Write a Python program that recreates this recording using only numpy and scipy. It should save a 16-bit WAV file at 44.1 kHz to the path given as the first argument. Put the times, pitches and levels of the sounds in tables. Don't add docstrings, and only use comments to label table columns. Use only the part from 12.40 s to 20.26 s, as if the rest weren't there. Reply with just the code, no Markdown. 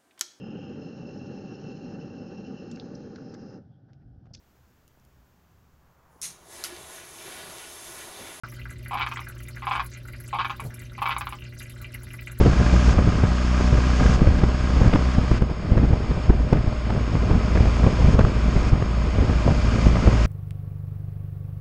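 import sys
import numpy as np
from scipy import signal
from scipy.fft import rfft, irfft
from scipy.io import wavfile

SR = 44100
rng = np.random.default_rng(int(sys.argv[2]) if len(sys.argv) > 2 else 0)


def wav_out(sig):
    wavfile.write(sys.argv[1], SR, np.round(np.clip(np.atleast_2d(sig).T, -1, 1) * 32767).astype(np.int16))


N = 346626
TIME = np.arange(N) / SR
GEAR_CHANGE_S = (2.8, 3.05)

# t/s, f/Hz
FIRING_RATE = [(0, 60.5), (.6, 61.2), (1.6, 61.9), (2.3, 62.8), (2.8, 62.7), (3.05, 56.9), (4.25, 57),
               (5.55, 57.6), (7.1, 56.7)]
# t/s, relative push level/dB, relative swirl level/dB, relative fizz level/dB, length/s
BUFFETS = [(0.012, -15, -24, -30, 0.015), (0.056, -13, -23, -49.5, 0.017), (.069, -22, -13.5, -25, 0.017),
           (.217, -20, -23, -32, 0.011), (0.338, -20.5, -22.5, -33, 0.015),
           (0.487, -19.5, -26.5, -39, 0.01), (0.576, -13, -30, -42, 0.0057),
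           (0.589, -26.5, -15, -26, 0.012), (0.679, -24, -20, -27, 0.023),
           (0.838, -22.5, -14.5, -33, 0.007), (1.21, -21, -25, -46, 0.019), (1.33, -22.5, -16, -33, 0.0076),
           (1.384, -15.5, -28, -32, 0.013), (1.614, -19, -21.5, -32, 0.022), (1.658, -33, -17, -28, 0.0062),
           (1.698, -14.5, -28, -34, .009), (1.819, -16, -14, -37, 0.013),
           (1.874, -13.5, -17.5, -29, 0.0099), (2.038, -17, -16, -33, 0.0038),
           (2.374, -15, -29.5, -33, 0.016), (2.419, -9, -22.5, -28, 0.015),
           (2.446, -24.5, -20, -30, 0.0092), (2.463, -17.5, -15.5, -36, 0.012),
           (2.481, -13.5, -17.5, -35, 0.0069), (2.538, -29, -25, -17, 0.0087),
           (2.549, -25.5, -12.5, -33, 0.011), (2.559, -21.5, -19, -26, 0.0093),
           (2.785, -14, -16.5, -37, 0.011), (2.917, -21, -14, -35, 0.01), (3.0225, -14, -15, -34, 0.0048),
           (3.106, -24, -27, -35, 0.021), (3.322, -11, -25, -46, 0.011), (3.373, -12, -23, -45, 0.0063),
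           (3.379, -27, -27, -29, 0.02), (3.441, -29.5, -19, -32, 0.025), (3.533, -22, -19, -32, 0.015),
           (3.711, -27, -20.5, -30.5, 0.028), (3.899, -13, -17, -33, 0.0041),
           (3.904, -26.5, -16, -29, 0.0084), (4.131, -23, -11, -28, 0.0091),
           (4.178, -31.5, -29, -27, 0.016), (4.279, -12, -34, -46, 0.0055), (4.502, -22, -25.5, -31, 0.011),
           (4.751, -21.5, -22, -38, 0.022), (4.917, -24, -18.5, -40, 0.034), (5.156, -22, -21, -24, 0.012),
           (5.174, -32.5, -25, -23.5, 0.012), (5.208, -30, -17.5, -40, 0.0077),
           (5.258, -22, -29, -28, 0.0085), (5.442, -19, -19, -24.5, 0.019), (5.469, -11, -17, -32, .011),
           (5.632, -14.5, -28, -34, 0.013), (5.648, -6, -35, -42, 0.029),
           (5.663, -9.5, -34.5, -37.5, 0.011), (5.686, -17.5, -29, -36, 0.014),
           (5.711, -13, -31, -38, 0.0093), (5.747, -16.5, -18.5, -30, 0.019),
           (5.7953, -33.5, -13.5, -29, 0.0065), (5.81, -30.5, -17, -22.5, 0.013),
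           (5.846, -11.5, -28, -33, 0.0098), (6.166, -10.5, -21.5, -26, 0.017),
           (6.331, -9.5, -21.5, -34, 0.018), (6.425, -24, -22.5, -31, 0.0055),
           (6.898, -17.5, -23, -28.5, 0.014), (6.933, -23.5, -27, -29.5, 0.011),
           (7.065, -27, -17.5, -39, 0.013), (7.087, -21, -18.5, -29, 0.0142),
           (7.11, -10, -21.5, -26.5, 0.012), (7.469, -21, -12, -33, 0.0075),
           (7.558, -27.5, -25, -26, 0.0058), (7.57, -16, -22, -37, 0.011),
           (7.679, -10.5, -15.5, -30, 0.026), (7.731, -26, -28, -34, 0.0093)]
# f/Hz, level/dB
FIZZ_SPECTRUM = [(200, 1.5), (500, 5), (900, -3), (1600, -6), (2600, -15.5), (4800, -33.5), (6000, -32.5),
                 (9000, -51.5), (12000, -89)]


def amp(db):
    return 10 ** (np.asarray(db) / 20)


def unit(x):
    return x / np.sqrt(np.mean(x ** 2) + 1e-20)


def curve(rows):
    return np.interp(TIME, *np.transpose(rows))


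def noise(spectrum, peaks=()):
    hz = np.fft.rfftfreq(N, 1 / SR)
    f, db = np.transpose(spectrum)
    db = np.interp(np.log(hz + 1), np.log(f), db)
    for centre, width, peak_db in peaks:
        db = db + peak_db / (1 + (2 * (hz - centre) / width) ** 2)
    return unit(irfft(rfft(rng.standard_normal(N)) * amp(db), N))


def flutter(rate_hz):
    hz = np.fft.rfftfreq(N, 1 / SR)
    shape = hz / (hz + rate_hz / 10) / (1 + (hz / rate_hz) ** 4)
    wavering = irfft(rfft(rng.standard_normal(N)) * shape, N)
    return np.clip(unit(wavering), -2.5, 2.5)


def ring(x, modes, damped_hz=2700):
    f = np.fft.rfftfreq(N, 1 / SR)
    body = sum(amp(db) * 1j * f * width / (centre ** 2 - f ** 2 + 1j * f * width)
               for centre, width, db in modes)
    return unit(irfft(rfft(x) * body / (1 + (f / damped_hz) ** 4), N))


def at_level(x, db):
    window = np.hanning(700)
    power = signal.fftconvolve(x ** 2, window / window.sum())
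    return x * amp(db) / np.sqrt(power.max() + 1e-20)


def add(mix, start_s, sound):
    start = round(start_s * SR)
    sound = sound[max(-start, 0):]
    part = mix[max(start, 0):][:len(sound)]
    part += sound[:len(part)]


def burst(source, envelope):
    return source[rng.integers(N - len(envelope)):][:len(envelope)] * envelope


def level_dips(fall_s=0.032, recovery_db_per_s=6.5):
    # t/s, depth/dB
    dips = [(0, 3.5), (.55, 5.5), (.81, 5), (1.3, 3.5), (1.78, 7), (2.0, 7), (2.5, 6), (2.76, 7), (3.0, 15),
            (3.88, 13.5), (4.15, 12.5), (5.42, 6), (5.76, 8), (6.31, 10), (7.5, 4.5)]
    deepest_db = np.zeros(N)
    for s, depth_db in dips:
        onset = np.clip(1 + (TIME - s) / fall_s, 0, 1)
        recovered_db = recovery_db_per_s * np.maximum(TIME - s, 0)
        deepest_db = np.maximum(deepest_db, onset * (depth_db - recovered_db))
    return deepest_db


def airstream(dip_db, rush_db=-30.5, shimmer_db=0.35, sizzle_db=-41):
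    # f/Hz, level/dB
    rush_spectrum = [(100, -17), (300, 10.5), (480, 6), (650, 8), (850, 6), (1200, 12), (1750, 6),
                     (2450, 2), (3200, 0), (4000, -5), (5500, -4.5), (7200, -13), (8500, -18.5),
                     (10000, -31), (11000, -53.5), (13000, -96)]
    # f/Hz, width/Hz, gain/dB
    housing = [(604, 52, 10), (1350, 76, -4), (1733, 130, -5), (4070, 260, -2.5), (4460, 170, 5),
               (4970, 83, 3), (5180, 690, 4.5), (6046, 516, -19), (6490, 350, 12)]
    # f/Hz, level/dB
    sizzle_spectrum = [(1500, -6), (3000, -5.5), (4500, -3.5), (6000, 3), (7200, -2.5), (8500, -16),
                       (10200, -19), (11400, -54), (13000, -96)]
    rush = noise(rush_spectrum, housing) * amp(rush_db - 0.83 * dip_db + shimmer_db * flutter(48))
    sizzle = noise(sizzle_spectrum) * amp(sizzle_db - 2.2 * dip_db)
    return rush + sizzle


def wake_level(surge_db=1.54, swell_db=-9, rise_s=0.02, fall_s=0.057, push_gain_db=-5):
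    # t/s, level/dB
    drift = [(0, -21), (.28, -26.5), (.48, -25), (.75, -25.5), (.98, -37.5), (1.45, -31.5), (1.65, -26),
             (1.9, -24.5), (2.15, -31.5), (2.45, -30.5), (2.7, -34.5), (3, -32), (3.2, -32), (3.42, -23),
             (3.62, -28.5), (3.8, -31.5), (4, -27.5), (4.4, -34.5), (4.55, -26.5), (4.66, -27),
             (4.83, -26.5), (4.95, -22), (5.06, -26.5), (5.28, -23.5), (5.38, -26.5), (5.65, -25.5),
             (6.03, -27), (6.25, -29.5), (6.55, -32), (6.85, -21.5), (7, -31), (7.3, -24.5), (7.42, -29.5),
             (7.65, -23), (7.86, -30.5)]
    power = amp(curve(drift) + surge_db * flutter(7.9)) ** 2
    t = np.arange(-SR // 4, SR // 4) / SR
    swell = amp(swell_db) * np.exp(np.minimum(t / rise_s, -t / fall_s))
    for s, push_db, swirl_db, _, _ in BUFFETS:
        strength = np.hypot(amp(push_db + push_gain_db), amp(swirl_db))
        add(power, s + t[0], (strength * swell) ** 2)
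    return 10 * np.log10(power)


def wake(rumble_db=3, churn_db=-2, fizz_db=-17):
    # f/Hz, level/dB
    rumble_spectrum = [(8, -32), (20, -6), (28, 3.5), (38, -1.5), (52, 6), (80, 1.5), (110, -1.5),
                       (150, -7.5), (240, -23), (500, -100.5)]
    # f/Hz, level/dB
    churn_spectrum = [(50, -12.5), (100, -5), (160, -2), (230, -5), (320, -11.5), (500, -16), (800, -22.5),
                      (1500, -46), (3000, -47.5), (8000, -76.5), (12000, -125)]
    wake_db = wake_level()
    lumps = flutter(60)
    rumble = noise(rumble_spectrum) * amp(wake_db + rumble_db + 1.5 * lumps)
    churn = noise(churn_spectrum) * amp(wake_db + churn_db + 3 * lumps)
    fizz = noise(FIZZ_SPECTRUM) * amp(wake_db + fizz_db + 1.25 * lumps + 3.85 * flutter(160))
    return rumble + churn + fizz


def eddy(t, width_s):
    u = t / width_s
    return u / (1 + u ** 2) ** 2


def buffets(push_s=0.0042, core_s=0.0017, small_s=0.0014, breakup_s=0.013, small_count=12):
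    out = np.zeros(N)
    torn_noise = noise(FIZZ_SPECTRUM) * amp(4.5 * flutter(200))
    t = np.arange(-3000, 3000) / SR
    for s, push_db, swirl_db, fizz_db, length_s in BUFFETS:
        small = np.zeros(len(t))
        for when, size, strength in rng.uniform(-1, 1, (3, small_count)).T:
            weight = strength * np.cos(when * np.pi / 2)
            small += weight * eddy(t - when * length_s * 0.95, small_s * np.exp(size))
        swirl = unit(eddy(t, core_s)) + length_s / breakup_s * unit(small)
        push = eddy(t, push_s)
        fizz = burst(torn_noise, np.exp(-abs(t / (0.53 * length_s))))
        puff = at_level(push, push_db - 1) + at_level(swirl, swirl_db + 3) + at_level(fizz, fizz_db - 1)
        add(out, s + t[0], puff * np.hanning(len(t)))
    return out


def cracks(slap_s=0.0023, snap_s=0.00066):
    # t/s, level/dB
    slaps = [(.584, -25), (.591, -26.5), (.836, -26), (1.811, -26), (1.872, -31), (2.037, -25),
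             (2.041, -25), (2.532, -29), (2.539, -22), (2.559, -20), (2.915, -25), (3.023, -27),
             (3.379, -27.5), (3.895, -29), (4.1315, -18), (4.328, -30.5), (4.505, -25.5), (5.257, -30),
             (5.443, -25), (5.465, -25), (5.7925, -14), (5.851, -22.5), (6.425, -29), (7.079, -21.5),
             (7.557, -28), (7.676, -23)]
    # f/Hz, level/dB
    slap_spectrum = [(100, -14), (250, 4.5), (500, 5), (1100, -4), (2400, -19.5), (5000, -32), (8000, -42),
                     (10000, -56), (11500, -100)]
    # t/s, level/dB
    snaps = [(3.0232, -43), (3.896, -46), (4.1314, -39)]
    # f/Hz, level/dB
    snap_spectrum = [(500, 9), (2000, 3), (5000, -3), (8000, -8), (10000, -17), (14500, -22)]
    out = np.zeros(N)
    t = np.arange(-400, 400) / SR
    kinds = (slaps, noise(slap_spectrum), slap_s), (snaps, noise(snap_spectrum), snap_s)
    for events, source, width_s in kinds:
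        envelope = np.exp(-(t / width_s) ** 2)
        for s, db in events:
            add(out, s + t[0], at_level(burst(source, envelope), db))
    return out


def chain(dip_db, level_db=-46, wobble=0.0026):
    links_per_firing = np.interp(TIME, GEAR_CHANGE_S, (9.69, 10.71))
    hz = curve(FIRING_RATE) * links_per_firing * (1 + wobble * flutter(17))
    note = np.sin(2 * np.pi * np.cumsum(hz) / SR) * amp(-flutter(20))
    return unit(note) * amp(level_db - 0.16 * dip_db)


def valves(cam_turns, hard_db=4, chatter=0.05, chatter_turns=0.15):
    # f/Hz, width/Hz, level/dB
    valve_modes = [(1060, 200, -10), (1260, 150, 1), (1625, 60, 7), (2040, 90, -8), (2400, 200, -6)]
    hard_ticks_s = [.133, .265, .298, .494, .984, 1.147, 1.438, 1.6, 1.664]
    turn = cam_turns.astype(int)
    clicks = np.diff(turn, prepend=0)
    bounces = chatter * np.exp(-(cam_turns % 1) / chatter_turns) * rng.standard_normal(N)
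    force_db = rng.standard_normal(N)
    hard_turns = np.round(np.interp(hard_ticks_s, TIME, cam_turns)).astype(int)
    force_db[hard_turns] = hard_db
    return ring((clicks + bounces) * amp(force_db)[turn], valve_modes)


def rattle(cam_turns, knock_turns=0.15, steady=0.43):
    # f/Hz, width/Hz, level/dB
    case_modes = [(603, 30, -11.5), (714, 13, -10.5), (1040, 78, -2), (1264, 66, -5.5), (2083, 33, -4.5),
                  (2360, 120, -3)]
    knocks = np.exp(-(2 * cam_turns % 1) / knock_turns)
    return ring((steady + knocks) * rng.standard_normal(N), case_modes)


def exhaust(cam_turns, cruising, silencer_lag=0.024):
    # multiple of the cam rate, pulling level/dB, cruising level/dB
    harmonics = [(1, -20, -21), (2, 0, 0), (3, -25, -23), (4, -12.5, -10.5), (5, -26, -23), (6, -11, -21.5),
                 (7, -28, -23), (8, -13.7, -15.5), (9, -31, -26), (10, -26, -23), (11, -27, -29),
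                 (12, -28, -28), (14, -29, -32), (19, -30, -31), (24, -26.5, -32), (34, -30, -35),
                 (40, -31, -40), (48, -34, -45), (72, -45, -35)]
    pulses = np.zeros(N)
    for multiple, pull_db, cruise_db in harmonics:
        phase = 2 * np.pi * multiple * cam_turns - silencer_lag * multiple ** 2
        pulses -= amp(pull_db + (cruise_db - pull_db) * cruising) * np.sin(phase)
    return unit(pulses)


def engine(dip_db, wobble=0.002, uneven_db=1.5):
    firing_hz = curve(FIRING_RATE) * (1 + wobble * flutter(11.5))
    cam_turns = np.cumsum(firing_hz) / SR / 2
    cruising = np.interp(TIME, GEAR_CHANGE_S, (0, 1))
    exhaust_db = np.interp(cruising, (0, 1), (-16.5, -17)) - 0.92 * dip_db
    rattle_db = np.interp(cruising, (0, 1), (-42, -36.5)) - 0.92 * dip_db
    tick_db = exhaust_db + np.interp(cruising, (0, 1), (-21.7, -26.5))
    drone = exhaust(cam_turns, cruising) * amp(exhaust_db + uneven_db * flutter(23))
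    return drone + rattle(cam_turns) * amp(rattle_db) + valves(cam_turns) * amp(tick_db)


def scene():
    dip_db = level_dips()
    return (engine(dip_db) + chain(dip_db) + wake() + buffets() + cracks() + airstream(dip_db))[None]


def record(dry, cutoff_hz=15000):
    squashed = dry / (1 + dry ** 8) ** (1 / 8)
    lowpass = signal.firwin(255, cutoff_hz, window=("kaiser", 8), fs=SR)
    return signal.oaconvolve(squashed, lowpass[None], "same")


dry = scene()
out = record(dry)
wav_out(out)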